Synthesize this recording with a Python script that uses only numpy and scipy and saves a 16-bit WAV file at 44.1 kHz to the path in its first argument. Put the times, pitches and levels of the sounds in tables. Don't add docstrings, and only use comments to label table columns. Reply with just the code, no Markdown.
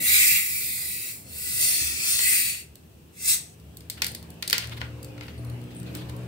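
import sys
import numpy as np
from scipy import signal
from scipy.fft import rfft, irfft
from scipy.io import wavfile
from scipy.ndimage import uniform_filter1d

SR = 44100
rng = np.random.default_rng(int(sys.argv[2]) if len(sys.argv) > 2 else 0)


def output_pcm(signal):
    pcm = np.clip(np.atleast_2d(signal).T, -1, 1) * 32767
    wavfile.write(sys.argv[1], SR, np.round(pcm).astype(np.int16))


N = 276810
T = np.arange(N) / SR

# frequency_hz, correlation
COHERENCE = [(60, 0.93), (150, 0.98), (380, 0.49), (950, 0.041), (2380, -0.023), (5980, 0.00097),
             (15000, -0.089)]
# frequency_hz, density_db
AIR_SPECTRUM = [(15, -81), (25, -60.5), (80, -1), (129, -3.5), (165, -2), (241, -10.5), (424, -12.5),
                (460, -17.5), (498, -16.5), (670, -23), (2190, -31), (2950, -28), (3470, -30),
                (8220, -34.5), (15700, -29.5)]
# centre_hz, width_hz, gain_db
AIR_RESONANCES = [(2700, 420, 5), (8100, 340, 11)]
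# time_s, level_db
LOW_SWELLS = [(0.0, -49.5), (1.08, -63), (1.31, -48), (1.4, -56.5), (1.89, -46), (1.99, -54), (3.58, -61),
              (3.61, -47), (4.47, -54), (4.91, -41), (5.03, -51), (5.5, -43), (5.59, -60), (5.73, -46.5),
              (6.2, -45), (6.27, -62)]
# time_s, firing_rate_hz
FIRING_RATE = [(2.8, 54.03), (3.84, 54.62), (4.2, 56.68), (4.62, 57.56), (4.8, 58.78), (5.25, 58.76),
               (5.49, 60.13), (5.8, 60.66), (6.28, 61.05)]
# time_s, second_db, third_db, fifth_db
THROBBING_ORDERS = [(2.8, -76, -71, -75), (3.6, -59, -55, -75), (3.84, -53, -57, -63.5),
                    (4.21, -51, -51, -66), (4.33, -69, -50.5, -70), (4.62, -44, -49.5, -58.5),
                    (4.8, -37, -68, -59), (5.02, -45.5, -63, -51.5), (5.22, -43.5, -54, -46.5),
                    (5.33, -48, -52, -61), (5.42, -34, -55, -49), (5.56, -33.5, -54, -55),
                    (5.75, -47.5, -51, -52), (5.8, -39.5, -45, -51), (6.11, -38.5, -48.5, -50),
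                    (6.28, -38, -44, -52.5)]
# time_s, level_db
RUMBLE_LEVEL = [(0.0, -49), (0.56, -54.5), (1.17, -55.5), (1.62, -49.5), (2.48, -54), (2.64, -66),
                (3.55, -57), (3.98, -51), (4.65, -46), (5.63, -44.5), (6.28, -41.5)]
# frequency_hz, density_db
RUMBLE_SPECTRUM = [(18, -56), (30, -34), (123, -3.5), (208, -16), (301, -10.5), (401, -15.5), (660, -20.5),
                   (952, -25.5), (2040, -31), (2640, -26.5), (3260, -32), (5800, -41.5), (15700, -49)]
# harmonic_number, level_re_rumble_db
RUMBLE_ORDERS = [(1, -38), (4, -10.5), (6, -17), (7, -17.5), (8, -18), (9, -17), (10, -33), (11, -24)]
# frequency_hz, t60_s
REVERB_TIME = [(500, 0.22), (1500, 0.3), (3500, 0.29), (9000, 0.26), (15000, 0.2)]
# frequency_hz, gain_db
REVERB_SPECTRUM = [(500, 0), (3000, -1), (6000, -4), (10000, -3), (15000, -5.5)]
# start_s, length_s, level_db
RUB_STROKES = [(3.975, .04, -44.5), (4.597, 0.11, -38), (4.715, 0.033, -39.5), (4.77, .02, -40),
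               (4.806, 0.041, -42), (5.22, 0.14, -47.5), (5.706, 0.08, -52), (5.862, 0.11, -49.5),
               (5.942, 0.12, -43), (6.087, 0.017, -47)]
# frequency_hz, density_db
RUB_SPECTRUM = [(300, -45), (700, -11), (1400, -6), (2000, -2.5), (2800, -3.5), (4300, -6), (6000, -18),
                (12000, -18.5)]
# start_s, length_s, first_pitch_hz, last_pitch_hz, level_db
SQUEAK_GLIDES = [(5.375, .035, 8600, 9400, -57), (5.41, .085, 10300, 9300, -66),
                 (5.5, .04, 9150, 9000, -62), (5.54, .04, 9150, 9650, -69), (5.58, .03, 9650, 8600, -69),
                 (5.625, .035, 11000, 9500, -68), (5.745, .062, 7950, 9000, -49),
                 (5.8, .028, 8800, 7900, -54), (5.87, .085, 13600, 14750, -62)]
# start_s, level_db (over 4 ms), place (0 body, 1 wall, 2 cap, 3 rim), left_right_db
SNAPS = [(2.1894, -23, 1.86, -3), (2.7552, -44, 3.04, -2), (3.77, -39, 3.6, -2), (3.8057, -46, 2.5, -1),
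         (3.899, -25.5, 2.8, 1), (4.0193, -17, 1.87, 0.5), (4.0435, -23.5, 2.4, 1), (4.0657, -24.5, 2.8, 0),
         (4.0824, -39, 4.2, -9), (4.1165, -39, 3.7, 3), (4.1482, -30.5, 2.6, -2), (4.227, -44.5, 2.6, -2),
         (4.3026, -43.5, 3.6, -3), (4.4245, -25, 1.9, -1.5), (4.4768, -25, 2.66, -1),
         (4.4986, -22.5, 2.5, 2), (4.5071, -25.5, 2.35, -4), (4.5283, -12, 1.77, -1.5),
         (4.5805, -20, 2.1, -3), (4.6717, -39.5, 2.2, -4), (4.6944, -42, 1.9, 1.5), (4.815, -27.5, 0.68, 2),
         (5.0286, -40.5, 3.3, 0), (5.0455, -40.5, 3.1, -1), (5.1793, -44, 1.05, 3), (5.2097, -37, 1, 2),
         (5.2345, -55, 2.84, 3), (5.267, -52, 3.2, -1), (5.2811, -40, 1, 0), (5.4473, -48, 3.2, -1),
         (5.4984, -46.5, 2.9, -2), (5.6144, -54, 3, 3), (5.7487, -53, 4, -1), (5.799, -46, 3.3, 1),
         (5.8303, -48, 3.2, 1), (5.9506, -34, 3.4, -2), (5.9704, -43, 4.2, 1), (6.095, -41.5, 2.2, 0),
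         (6.1649, -49, 3.6, -8)]
# frequency_hz, level_db, t60_s
BODY_MODES = [(446, 3.5, 0.0098), (770, -12, 0.011), (960, 6, 0.0073), (1374, 4, 0.02)]
WALL_MODES = [(1750, -3, .004), (2050, 0, .007), (2450, -1, .004), (2850, 0, .004)]
CAP_MODES = [(3540, 8, 0.0027), (4410, 15, 0.0027), (5050, -24, 0.012), (6060, -12, 0.011)]
RIM_MODES = [(8440, 14.5, 0.0014), (9960, -16.5, 0.00067), (11900, 4.5, 0.0016), (14100, 0, 0.0026),
             (14200, -18, .002)]
# time_s, flow_db, neck_resonance_db, treble_lift_db
SPURT_FLOWS = [
    [(0.0, -30, -5.5, 3.5), (0.068, -21, -4, 2), (0.15, -17, -3, 0.5), (0.25, -18.5, -4.5, 0),
     (0.366, -20.5, -5, 1), (0.42, -27, -4, 5), (0.92, -32, -6, 3.5), (1.098, -34.5, -5, 3),
     (1.24, -51, -19, 4)],
    [(1.24, -53, -11, -4.5), (1.38, -34.5, -7, 6.5), (1.56, -28, -11.5, 1), (1.62, -21.5, -12.5, -1.5),
     (1.72, -23, -13.5, -0.5), (1.964, -32.5, -11.5, -6.5), (2.1, -23, -12, -2), (2.178, -26, -14.5, -4),
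     (2.212, -22.5, -6.5, 1), (2.348, -20.5, -2, 4.5), (2.496, -28, -6.5, 1.5), (2.616, -43.5, -5, 0),
     (2.72, -93, -9, -1)],
    [(3.12, -66, -3, -1), (3.17, -49, -5.5, -5), (3.294, -17.5, -13, 1), (3.34, -22, -14, -1),
     (3.396, -45.5, -14, -8), (3.55, -64, -19, -6)],
]
# frequency_hz, density_db
JET_SPECTRUM = [(290, -66), (500, -31), (1070, -28), (1470, -13.5), (1660, -12), (2030, 5.5), (2240, 0),
                (2700, 5), (2900, -12), (4350, -5), (6700, -7), (8950, -0.5), (10500, -7), (11400, -7.5),
                (15700, -6)]
# neck_overtone_db, gap_whistle_db, spray_db
JET_BANDS = [(-1, 0.6, 3.5), (-1.5, 0.45, 3.), (-1, 1.5, 2)]
# centre_hz, width_hz, gain_db
THREAD_RESONANCES = [
    [(2050, 180, -2.5), (2316, 95, 6), (2490, 50, -14), (2610, 33, 4), (3890, 100, 2), (4600, 200, -2.5),
     (5500, 110, -8), (7600, 240, 0), (9170, 310, -1), (12600, 200, -11), (13200, 200, 1)],
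    [(1990, 100, -5.5), (2720, 580, 0.5), (2672, 60, -21), (4400, 235, 4.5), (6900, 350, -2.5),
     (7840, 200, -6), (8160, 360, -0.5), (8800, 240, -2), (9460, 220, -0.5), (11960, 130, -4)],
    [(1960, 44, -15), (6100, 230, -3), (7450, 170, -6), (8130, 250, 4.5), (8720, 105, -8), (9300, 110, -9),
     (12100, 88, -12)],
]
# frequency_hz, left_right_db
PORT_BALANCE = [(60, 1), (120, 2.5), (240, -3.5), (480, 3), (950, 0), (1890, 1), (3770, 2), (7520, 3),
                (15000, -3)]


def gain_of(db):
    return 10 ** (np.asarray(db) / 20)


def unit_rms(x):
    return x / np.sqrt(np.mean(x ** 2) + 1e-20)


def spectrum_at(points, hz):
    f, value = np.transpose(points)
    return np.interp(np.log(hz + 1), np.log(f + 1), value)


def add(mix, start_s, sound):
    part = mix[:, round(start_s * SR):][:, :sound.shape[-1]]
    part += sound[..., :part.shape[-1]]


def wander(top_hz, t):
    rates_hz = np.geomspace(.1 * top_hz, top_hz, 16)
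    return unit_rms(sum(np.sin(2 * np.pi * (f * t + rng.random())) / np.sqrt(f) for f in rates_hz))


def patches(noise, bins, frames):
    return unit_rms(uniform_filter1d(uniform_filter1d(noise, bins, axis=0), frames, axis=1))


def lowpass(x, hz):
    return signal.oaconvolve(x, signal.firwin(1023, hz, window=("kaiser", 9), fs=SR)[None], "same")


def diffuse_noise(spectrum, patchy_db, size):
    frames, hz = 4 * N // size + 5, np.fft.rfftfreq(size, 1 / SR)
    a, b, c, d, drift = rng.standard_normal((frames, len(hz), 5)).T
    coherence = np.clip(spectrum_at(COHERENCE, hz), -1, 1)[:, None]
    left = a + 1j * b
    right = coherence * left + np.sqrt(1 - coherence ** 2) * (c + 1j * d)
    shape = gain_of(spectrum_at(spectrum, hz)[:, None] + patchy_db * patches(drift, bins=12, frames=12))
    noise = signal.istft(np.array([left, right]) * shape, nperseg=size, noverlap=3 * size // 4)[1]
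    return unit_rms(noise[:, :N])


def room_air(level_db=-52):
    hz = np.geomspace(15, 16000, 400)
    peaks_db = sum(db / (1 + (2 * (hz - f) / width) ** 2) for f, width, db in AIR_RESONANCES)
    spectrum = np.transpose([hz, spectrum_at(AIR_SPECTRUM, hz) + peaks_db])
    return gain_of(level_db) * diffuse_noise(spectrum, patchy_db=-0.64, size=2048)


def low_swells(centre_hz=75, stage_width_hz=14):
    pole = np.exp(-np.pi * stage_width_hz / SR)
    envelope = rng.standard_normal(N) + 1j * rng.standard_normal(N)
    for _ in range(3):
        envelope = signal.lfilter([1], [1, -pole], envelope)
    rumble = unit_rms((envelope * np.exp(2j * np.pi * centre_hz * T)).real)
    return rumble * gain_of(np.interp(T, *np.transpose(LOW_SWELLS)))


def rumble_and_vehicle():
    cycles = np.cumsum(np.interp(T, *np.transpose(FIRING_RATE))) / SR
    rumble_db = np.interp(T, *np.transpose(RUMBLE_LEVEL))
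    times, *throb_db = np.transpose(THROBBING_ORDERS)
    orders = [(k, np.interp(T, times, db, left=-90), .6) for k, db in zip((2, 3, 5), throb_db)]
    orders += [(k, np.where(T > times[0], rumble_db, -90) + db, 4.) for k, db in RUMBLE_ORDERS]
    drone, coarse_t = 0, T[::256]
    for k, db, waver_db in orders:
        level = gain_of(db + np.interp(T, coarse_t, waver_db * wander(7, coarse_t)))
        drone += level * np.sin(2 * np.pi * (k * cycles + rng.random()))
    rumble = gain_of(rumble_db) * diffuse_noise(RUMBLE_SPECTRUM, patchy_db=3., size=2048)
    return np.sqrt(2) * drone + rumble


def reverb_tail():
    taps = np.zeros((2, SR // 2))
    arrivals = np.arange(280, SR // 2 - 20, 20) + rng.integers(0, 20, (2, (SR // 2 - 281) // 20))
    np.put_along_axis(taps, arrivals, rng.choice([-1., 1.], arrivals.shape), 1)
    hz, t, bands = signal.stft(taps, SR, nperseg=256)
    decay_db = 60 * t / spectrum_at(REVERB_TIME, hz)[:, None]
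    bands *= gain_of(spectrum_at(REVERB_SPECTRUM, hz)[:, None] - decay_db)
    taps = signal.istft(bands, SR, nperseg=256)[1]
    return taps / np.linalg.norm(taps[0])


def room(x, early_db, tail_db, echoes):
    taps = gain_of(tail_db) * reverb_tail()
    arrivals = rng.integers(12, 270, (2, echoes))
    np.put_along_axis(taps, arrivals, gain_of(early_db) * rng.choice([-1., 1.], (2, echoes)), 1)
    taps[0, 0] = taps[1, 8] = 1
    return signal.fftconvolve(x, taps / np.linalg.norm(taps, axis=1)[:, None], axes=1)[:, :N]


def shifting_echoes(x, rate_hz):
    heard = np.zeros((2, N))
    for k in np.arange(np.ceil(rate_hz * len(x) / SR) + 1):
        window = np.cos(np.pi / 2 * np.clip(rate_hz * T[:len(x)] - k, -1, 1))
        start = max(0, round((k - 1) / rate_hz * SR))
        piece = (x * window)[None, start:round((k + 1) / rate_hz * SR)]
        add(heard, start / SR, room(piece, early_db=-7., tail_db=1., echoes=30))
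    return heard


def finger_rub(stroke_fade_db=-10.5, release_db_per_s=-300):
    level = 0
    for start, length, db in RUB_STROKES:
        fade_db = stroke_fade_db * np.clip((T - start) / length, 0, 1)
        release_db = release_db_per_s * np.maximum(T - start - length, 0)
        level += (T > start) * gain_of(db + fade_db + release_db)
    grainy_level = uniform_filter1d(level, size=400) * gain_of(2. * wander(90, T))
    return grainy_level * diffuse_noise(RUB_SPECTRUM, patchy_db=2.5, size=512)


def thread_squeak(length_s, from_hz, to_hz, level_db, edge_db=-8):
    t = np.arange(0, length_s, 1 / SR)
    pitch_hz = (from_hz + (to_hz - from_hz) * t / length_s) * (1 + 0.009 * wander(330, t))
    arch_db = edge_db * (2 * t / length_s - 1) ** 2
    level = gain_of(level_db + arch_db + 2.1 * wander(150, t)) * signal.windows.tukey(len(t), .2)
    return np.sqrt(2) * level * np.sin(2 * np.pi * np.cumsum(pitch_hz) / SR)


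def faint_ticks(count=12, from_s=3.45, level_db=-55, spread_db=2.5):
    when, size, place, pan = rng.random((count, 4)).T
    start_s = from_s + (np.arange(count) + when) / count * (N / SR - from_s)
    return list(zip(start_s, level_db + 2 * spread_db * (size - .5), 2.8 + place - .5, 6 * (pan - .5)))


def cap_snap(level_db, place, pan_db, chance, falloff_db=4):
    t = np.arange(600) / SR
    reflections, detunings = chance[:540].reshape(2, 270), 1 + chance[540:] / 40
    snap = 0
    for part, modes in enumerate((BODY_MODES, WALL_MODES, CAP_MODES, RIM_MODES)):
        ring = sum(gain_of(db - 60 * t / t60) * np.cos(2 * np.pi * hz * detune * t)
                   for (hz, db, t60), detune in zip(modes, detunings))
        edges_hz = [1.034 * modes[0][0], min(1.13 * modes[-1][0], 20000)]
        ring = signal.sosfilt(signal.butter(2, edges_hz, "band", fs=SR, output="sos"), ring)
        coupling = gain_of(-falloff_db * (part - place) ** 2)
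        snap += coupling * ring / np.linalg.norm(ring)
    scatter = 0.2 * reflections ** 3 * gain_of(-2200 * t[:270]) * signal.windows.tukey(270, .15)
    scatter[0, 0] = scatter[1, 8] = 1
    scatter /= np.linalg.norm(scatter, axis=1)[:, None]
    port_db = level_db + np.array([[pan_db / 2], [-pan_db / 2]])
    level = gain_of(port_db) * np.sqrt(0.004 * SR) / np.linalg.norm(snap)
    return level.mean() * snap, level * signal.fftconvolve(scatter, snap[None], axes=1)


def gas_spurt(flow, resonances, overtone_db, whistle_db, spray_db):
    times, flow_db, neck_db, lift_db = np.transpose(flow)
    length = round((times[-1] - times[0]) * SR)
    frames, hz = length // 256 + 5, np.fft.rfftfreq(1024, 1 / SR)
    frame_t = times[0] + np.arange(frames) * 256 / SR
    bands = [((hz > 1500) & (hz < 3000), neck_db),
             ((hz > 3700) & (hz < 5300), overtone_db + 0.36 * lift_db),
             ((hz > 6800) & (hz < 10600), whistle_db + 0.69 * lift_db),
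             (hz > 10800, spray_db + lift_db)]
    opening_db = sum(uniform_filter1d(1. * band, size=15)[:, None] * np.interp(frame_t, times, db)
                     for band, db in bands)
    colour_db = spectrum_at(JET_SPECTRUM, hz)[:, None] + opening_db
    power = .5 + sum(gain_of(2 * db) / (1 + (2 * (hz - f) / width) ** 2) for f, width, db in resonances)
    real, imag, drift = rng.standard_normal((frames, 513, 3)).T
    shape = gain_of(colour_db + 1.05 * patches(drift, bins=14, frames=16)) * np.sqrt(power)[:, None]
    shape /= np.sqrt((shape ** 2).mean(0))
    jet = unit_rms(signal.istft((real + 1j * imag) * shape, nperseg=1024, noverlap=768)[1][:length])
    t = times[0] + np.arange(length) / SR
    sputter_db = 0.22 * wander(120, t)
    level = gain_of(np.interp(t, times, flow_db) + sputter_db)
    return jet * level * signal.windows.tukey(length, 200 / length)


def scene():
    gas, bare_snaps, thread = np.zeros((3, 1, N))
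    close_snaps = np.zeros((2, N))
    for flow, resonances, bands in zip(SPURT_FLOWS, THREAD_RESONANCES, JET_BANDS):
        add(gas, flow[0][0], gas_spurt(flow, resonances, *bands))
    hiss = gain_of(3.) * shifting_echoes(gas[0, :round(3.6 * SR)], rate_hz=4.952)
    impacts = SNAPS + faint_ticks()
    for (start_s, *impact), chance in zip(impacts, rng.standard_normal((len(impacts), 545))):
        bare, scattered = cap_snap(*impact, chance)
        add(bare_snaps, start_s, bare)
        add(close_snaps, start_s, scattered)
    for start_s, *glide in SQUEAK_GLIDES:
        add(thread, start_s, thread_squeak(*glide))
    snap_reverb = gain_of(-6.5) * signal.fftconvolve(bare_snaps, reverb_tail(), axes=1)[:, :N]
    squeaks = gain_of(1.5) * room(thread, early_db=-14., tail_db=-13., echoes=6)
    bottle = hiss + snap_reverb + squeaks + finger_rub()
    background = rumble_and_vehicle() + low_swells() + room_air()
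    return lowpass(bottle + background, hz=15760) + close_snaps


def record(dry):
    half_db = spectrum_at(PORT_BALANCE, np.fft.rfftfreq(N, 1 / SR)) / 2
    coloured = irfft(rfft(dry) * gain_of([half_db, -half_db]), N)
    return lowpass(coloured, hz=16980)


dry = scene()
out = record(dry)
output_pcm(out)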